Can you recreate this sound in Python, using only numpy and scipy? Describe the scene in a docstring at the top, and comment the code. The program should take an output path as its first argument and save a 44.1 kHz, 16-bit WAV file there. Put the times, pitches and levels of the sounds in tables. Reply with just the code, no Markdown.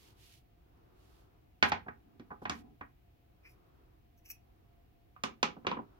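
"""Yarn hisses through a crochet stitch in a small quiet room, over soft air and a faint appliance hum.
The hook knocks on a wooden table and is nudged; scissors open and snip the yarn, then land in a few knocks.
Cloth, yarn, air and hum are shaped noise under smooth gain curves. The blades are ringing ticks of noise.
Each knock is a noise crack with a room echo, passed through the resonances of the object and the table top."""
import sys
import numpy as np
from scipy import signal
from scipy.fft import rfft, irfft, next_fast_len
from scipy.io import wavfile
from scipy.ndimage import map_coordinates

SR = 44100
rng = np.random.default_rng(int(sys.argv[2]) if len(sys.argv) > 2 else 0)


def transcribe(u):
    """Save the signal u as a 16-bit wav file named by the first command-line argument.

    u: samples, shape (n,) or (channels, n), limited to [-1, 1]; the rate is SR.
    q: integer samples, one column per channel.
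    """
    v = np.clip(np.atleast_2d(u).T, -1, 1)
    q = np.round(v * 32767).astype(np.int16)
    wavfile.write(sys.argv[1], SR, q)


N = 264159

# Resonances of the wooden table top. Each row: centre in Hz, width in Hz, level in dB.
TABLE_MODES = [(168.6, 16, 3.5), (231, 19, 9), (283.7, 11, 8), (402.7, 7.5, 7), (742, 22, 11.5),
               (832, 13, 8), (1003, 51, 8.5), (1154, 22, 5.5), (1274, 31, 4)]


def amp(db):
    """Decibels to gain."""
    return 10 ** (np.asarray(db) / 20)


def unit(x):
    """Scaled to rms 1."""
    return x / np.sqrt(np.mean(x ** 2) + 1e-20)


def along(points, hz):
    """Reads a curve of (Hz, value) points on a log frequency axis."""
    f, v = np.transpose(points)
    return np.interp(np.log(hz + 1), np.log(f), v)


def filtered(x, response):
    """Multiplies the spectrum of x by a complex response of frequency."""
    n = x.shape[-1]
    m = next_fast_len(n + 8192)  # padding leaves room for the ringing
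    return irfft(rfft(x, m) * response(np.fft.rfftfreq(m, 1 / SR)), m)[..., :n]


def causal(gain):
    """The minimum-phase response with this gain: its energy comes as early as possible."""
    cepstrum = irfft(np.log(np.maximum(gain, 1e-6)))
    half = len(cepstrum) // 2
    return np.exp(rfft(np.r_[cepstrum[0], 2 * cepstrum[1:half]], len(cepstrum)))


def resonances(modes, f):
    """Summed response of damped resonators, given as (Hz, width Hz, dB)."""
    return sum(amp(db) * 1j * f * w / (c * c - f * f + 1j * f * w) for c, w, db in modes)


def noise(spectrum):
    """Stereo noise of rms 1 with this spectrum."""
    return unit(filtered(rng.standard_normal((2, N)), lambda f: amp(along(spectrum, f))))


def wobble(rate):
    """A smooth random curve with this many knots a second."""
    knots = rng.standard_normal(int(N * rate / SR) + 4)
    return map_coordinates(knots, [np.arange(N) * rate / SR])


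def strokes(rows, ease):
    """A gain curve: each stroke gathers speed, holds it and slows; ease is each ramp's share of its length."""
    t = np.arange(N) / SR
    gain = 0
    for middle, length, db in rows:
        ramp = np.clip((.5 - np.abs(t - middle) / length) / ease, 0, 1)
        gain = gain + amp(db) * np.sin(np.pi / 2 * ramp) ** 2
    return gain


def room_tail(onset=0.0017, absorb_hz=3500, absorb_db=-4):
    """A stereo room answer of energy about 1: each frequency dies at its own speed, knitting absorbs treble."""
    # How long the small room rings. Each row: frequency in Hz, time to fall 60 dB in seconds.
    decay_times = [(100, 0.39), (260, 0.32), (700, .18), (2500, 0.2), (5000, .17), (13000, 0.13)]
    hz, t, bins = signal.stft(rng.standard_normal((2, SR // 2)), SR, nperseg=256)
    decay = amp(-60 * t / along(decay_times, hz)[:, None])
    tail = signal.istft(bins * decay, SR, nperseg=256)[1][:, :SR // 2]
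    tail = tail * (1 - np.exp(-np.arange(SR // 2) / SR / onset))
    tail = tail / np.linalg.norm(tail[0])
    return filtered(tail, lambda f: amp(absorb_db * (1 - 1 / (1 + (f / absorb_hz) ** 4))))


def background(air_db=-66, hum_db=-64.3):
    """Room air and hiss are shaped noise; a fuzzy appliance hum is noise through a few low resonances."""
    # Colour of the air and microphone hiss. Each row: frequency in Hz, relative level in dB per Hz.
    air_spectrum = [(13, -49), (22, -22), (37, -7), (59, -2), (125, -5.5), (188, -24.5), (222, -20),
                    (317, -13), (407, -24), (649, -32.5), (705, -18), (879, -35.5), (2570, -32),
                    (8620, -49.5), (15800, -36.5)]
    # Bands of the hum. Each row: centre in Hz, width in Hz, relative level in dB.
    hum_modes = [(56.7, 27, -5), (99, 16, -17), (688.8, 5.6, -15.5)]
    source = rng.standard_normal((2, N))
    hum = unit(filtered(source, lambda f: resonances(hum_modes, f) / (1 + (f / 1500) ** 2)))
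    return amp(air_db) * noise(air_spectrum) + amp(hum_db) * hum


def sleeves():
    """Hands and sleeves brush the knitting: dull rubbing noise that swells and rustles unevenly."""
    # Colour of the rubbing cloth. Each row: frequency in Hz, relative level in dB per Hz.
    cloth_spectrum = [(80, -12.5), (200, -9.5), (340, 5), (550, -8.5), (1300, -9), (2200, -24.5),
                      (5000, -30.5), (9000, -44.5)]
    # Brushes over the knitting. Each row: middle in seconds, length in seconds, level in dB.
    brushes = [(.08, 0.63, -70), (1.03, 1.18, -69), (2.3, 1.21, -73.5), (3.68, 0.89, -70.5),
               (4.62, 0.74, -77.5), (5.8, 1.07, -67)]
    return strokes(brushes, ease=.4) * noise(cloth_spectrum) * amp(wobble(18))


def dragging_hand():
    """A hand drags on the table top: its friction noise stirs the low modes of the wood."""
    # Drags over the table. Each row: middle in seconds, length in seconds, level in dB.
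    drags = [(2.11, 0.32, -65.5), (2.63, .34, -56.5)]

    def low_modes(f):
        return resonances(TABLE_MODES, f) * f / (f + 300) / (1 + (f / 400) ** 4)

    rub = unit(filtered(rng.standard_normal((2, N)), low_modes))
    return strokes(drags, ease=0.37) * rub


def yarn_and_rubs(fibre_db=1.0):
    """Yarn hisses through the loop, catching on its fibres; short rubs of the hook share its fluttering hiss."""
    # Colour of the hiss. Each row: frequency in Hz, relative level in dB per Hz.
    yarn_spectrum = [(300, -29.5), (1500, -10.5), (2800, -1.5), (4500, -4), (8500, -12), (12000, -9),
                     (16000, -16.5)]
    # Yarn running through the stitch. Each row: middle in seconds, length in seconds, level in dB.
    pulls = [(.03, 0.29, -67), (.285, 0.31, -65), (1.11, 0.42, -75.5)]
    # Short rubs: fingers leaving the hook, then the hook sliding on the table.
    # Each row: middle in seconds, length in seconds, level in dB.
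    rubs = [(1.664, 0.076, -60.5), (1.694, .026, -51.5), (2.435, .05, -72), (2.573, 0.13, -67.5)]
    hiss = unit(noise(yarn_spectrum) * amp(fibre_db * wobble(270)))
    return strokes(pulls + rubs, ease=.36) * hiss * amp([[-1.5], [1.5]])  # leaning right


def plies(count=4):
    """The yarn parts ply by ply, each snap nearer the tips and so brighter; rows as for the blade slides."""
    first_s, first_db = 4.3025, -41.5
    gap_s, half_s = .0052, .0012  # from ply to ply, half length of a snap
    loss_db, tilt_db = .9, 1.0  # each ply: quieter by, brighter by (per octave)
    return [(first_s + k * gap_s, first_db - k * loss_db, half_s, k * tilt_db, 1) for k in range(count)]


def scissors(room_db=-5):
    """Steel edges scrape and fibres snap: bursts of tiny ticks ring the blades, lower while they are open."""
    # Blades sliding on each other as they open, then close. Each row: middle in seconds, level in dB,
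    # half length in seconds, tilt in dB per octave, pitch of the blades as a ratio.
    slides = [(3.462, -59.5, .012, -19.5, .93), (3.495, -70.5, .028, 0, 0.91),
              (4.186, -73.5, 0.012, 1.5, 1), (4.264, -59.5, .009, -2.5, 1), (4.298, -56.5, .01, 1, 1)]
    # Resonances of the blades at pitch 1. Each row: centre in Hz, width in Hz, level in dB.
    blade_modes = [(2600, 200, 5), (5730, 240, 4), (6250, 400, -2), (7900, 1000, -12), (10400, 1100, -5),
                   (11700, 300, 3), (12600, 400, 3), (13800, 700, -5)]
    tilt_from_hz = blade_modes[0][0]  # the tilt is level below the lowest resonance
    t = np.arange(N) / SR
    ticks = rng.standard_normal(N) * np.exp(.55 * wobble(3000))
    direct = np.zeros(N)
    for s, db, half, tilt_db, pitch in slides + plies():
        start = round(s * SR) - SR // 8
        part = slice(start, start + SR // 4)
        stroke = np.exp(-.5 * ((t[part] - s) / half) ** 2)

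        def ring(f):
            tilt = amp(tilt_db * np.log2(np.maximum(f, tilt_from_hz)))
            return resonances(blade_modes, f / pitch) * tilt

        steel = filtered(ticks[part] * stroke, ring)
        direct[part] += amp(db) * steel * np.linalg.norm(stroke) / np.linalg.norm(steel)
    # the right port hears the blades 0.14 ms later
    ports = filtered(direct, lambda f: np.exp(-2j * np.pi * f * np.array([[0], [.00014]])))
    echo = signal.fftconvolve(direct[None], room_tail(), axes=1)[:, :N]
    return ports + amp(room_db) * echo


def knock(body, thud_db, bright_hz, ring_hz, favour_db, crack_t60=0.017, favour_hz=120, lead=.00023,
          thud_hz=520, tick_db=-22):
    """A crack and its echo ring object and table top; a soft touch is duller, slower and drier."""
    # Colour of a hard contact. Each row: frequency in Hz, relative level in dB per Hz.
    contact_spectrum = [(40, -31), (90, -12.5), (220, -2.5), (580, -8.5), (850, -2.5), (1400, -1.5),
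                        (2100, -4), (3800, -6), (6500, -6), (8200, -18.5), (14000, -22.5), (17000, -32)]
    firm_hz, firm_rise_s, rise_power = 4022, .00055, 1.7  # a contact of middling hardness
    # echo against the direct crack, and how much less for each octave that a touch is duller
    echo_db, soft_dry_db = -1, 2.2
    t = np.arange(SR // 2) / SR
    rise = firm_rise_s * (firm_hz / bright_hz) ** rise_power
    room_db = echo_db - soft_dry_db * max(np.log2(firm_hz / bright_hz), 0)
    decay = amp(-60 * t / (crack_t60 + 10 * rise))  # slow contacts also fade more slowly
    burst = rng.standard_normal(len(t)) * (1 - np.exp(-t / rise)) * decay

    # the noise burst is partly evened in spectrum, so each crack is similar in colour
    shift = SR // 100  # room for what the evening spreads ahead of the burst
    bins = rfft(np.roll(burst, shift))
    even = irfft(bins / np.abs(bins) ** (2 / 3), len(t))
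    crack = np.roll(even, -shift) * (t < 1 / 4)
    crack /= np.linalg.norm(crack)
    # the objects lie to the right, so that port hears them first
    near = filtered(crack, lambda f: np.exp(-2j * np.pi * f * np.array([[lead], [0]])))

    # the place of contact favours one region of the modes
    modes = [*TABLE_MODES, *body, (ring_hz, favour_hz, favour_db)]
    # only a hard contact adds a tick that reaches the highest treble
    tick = amp(tick_db) * (bright_hz / 5000) ** 3

    def colour(f):
        power = sum(amp(db) ** 2 / (1 + (2 * (f - hz) / width) ** 2) for hz, width, db in modes)
        softness = 1 / np.sqrt(1 + (f / bright_hz) ** 8) + tick
        return causal(amp(along(contact_spectrum, f)) * np.sqrt(1 + power) * softness)

    hit = filtered(near + amp(room_db) * room_tail(), colour)

    # the weight behind the contact sets the low thud apart from the clack
    attack = slice(SR // 50)
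    thud = signal.sosfilt(signal.butter(6, thud_hz, "low", fs=SR, output="sos"), hit)
    clack = signal.sosfilt(signal.butter(6, thud_hz, "high", fs=SR, output="sos"), hit)
    thud = amp(thud_db) * thud / thud[:, attack].std()
    clack = clack / clack[:, attack].std()
    return clack - thud  # the two halves come out in opposite phase


def knocks(gain_db=0, right_db=1):
    """Hook and scissors meet the table, rock and settle: each touch rings its own object and the wood."""
    # Resonances of the hook, with the top flexing under it. Each row: centre in Hz, width in Hz, level in dB.
    hook_modes = [(81, 15, 20), (837, 8.1, 11), (1490, 70, 7), (1630, 80, 6), (1880, 50, 8.5),
                  (2095, 32, 5), (2270, 40, 4.6), (2410, 110, 7), (3380, 62, 1.4)]
    # Resonances of the scissor handles. Each row: centre in Hz, width in Hz, level in dB.
    handle_modes = [(235, 25, 4.5), (363, 67, 4.6), (514, 50, 6.3), (1022, 43, 8), (1290, 91, 4.2),
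                    (2360, 170, 6.1), (2840, 190, 5.3), (3410, 480, 2.6)]
    # The hook touching the table. Each row: start in seconds, level in dB, thud against clack in dB,
    # contact brightness in Hz, favoured ring in Hz, its level in dB.
    hook_touches = [(1.6255, -21.5, -13.5, 4380, 1530, 6), (1.7185, -28.5, -12.5, 4100, 844, 15),
                    (1.861, -54, -1, 1300, 823, 14), (1.8818, -43.5, -6.5, 1850, 1542, 6),
                    (2.196, -61, 12, 4500, 260, 20), (2.3035, -50, -8, 1400, 1165, 4.5),
                    (2.311, -46, -6.5, 1250, 1230, 10), (2.416, -56, 7, 1210, 706, 7),
                    (2.4533, -38, -9, 3020, 1040, 9), (2.496, -35.5, -6, 7950, 1100, 11),
                    (2.8094, -45.5, -6, 2100, 1110, 8)]
    # The scissors touching the table. Each row: start in seconds, level in dB, thud against clack in dB,
    # contact brightness in Hz, favoured ring in Hz, its level in dB.
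    scissor_touches = [(5.1617, -56.5, -26.5, 2300, 1190, 21), (5.236, -33.5, -8, 9250, 1180, 10.5),
                       (5.4287, -26.5, -9.5, 6600, 1197, 8.5), (5.564, -59, 8, 1500, 745, 11),
                       (5.647, -50, 0, 1800, 1120, 8), (5.6674, -32.3, -4, 4200, 1060, 4),
                       (5.7132, -35, -6.5, 3540, 1005, 19), (5.767, -45.7, 0.5, 1740, 1014, 10),
                       (5.787, -45, 0.5, 1330, 976, 22)]
    out = np.zeros((2, N + SR))
    for body, touches in ((hook_modes, hook_touches), (handle_modes, scissor_touches)):
        for s, db, *touch in touches:
            hit = knock(body, *touch)
            out[:, round(s * SR):][:, :hit.shape[1]] += amp(db + gain_db) * hit
    return out[:, :N] * amp([[-right_db], [right_db]])


def scene():
    """Everything at the two microphone ports."""
    return background() + sleeves() + dragging_hand() + yarn_and_rubs() + scissors() + knocks()


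def record(dry):
    """The close ports hear the bass nearly alike; the midrange is widened and the top treble cut off."""
    # Stereo width. Each row: frequency in Hz, gain of the left-right difference in dB.
    side_gain = [(60, -13), (130, -6.5), (300, -3), (700, 3.5), (1400, 1), (2600, 0.5), (5000, 0.5)]
    top_hz = 15900
    mid = (dry[0] + dry[1]) / 2
    side = filtered((dry[0] - dry[1]) / 2, lambda f: amp(along(side_gain, f)))
    return filtered(np.array([mid + side, mid - side]), lambda f: f < top_hz)


dry = scene()
out = record(dry)
transcribe(out)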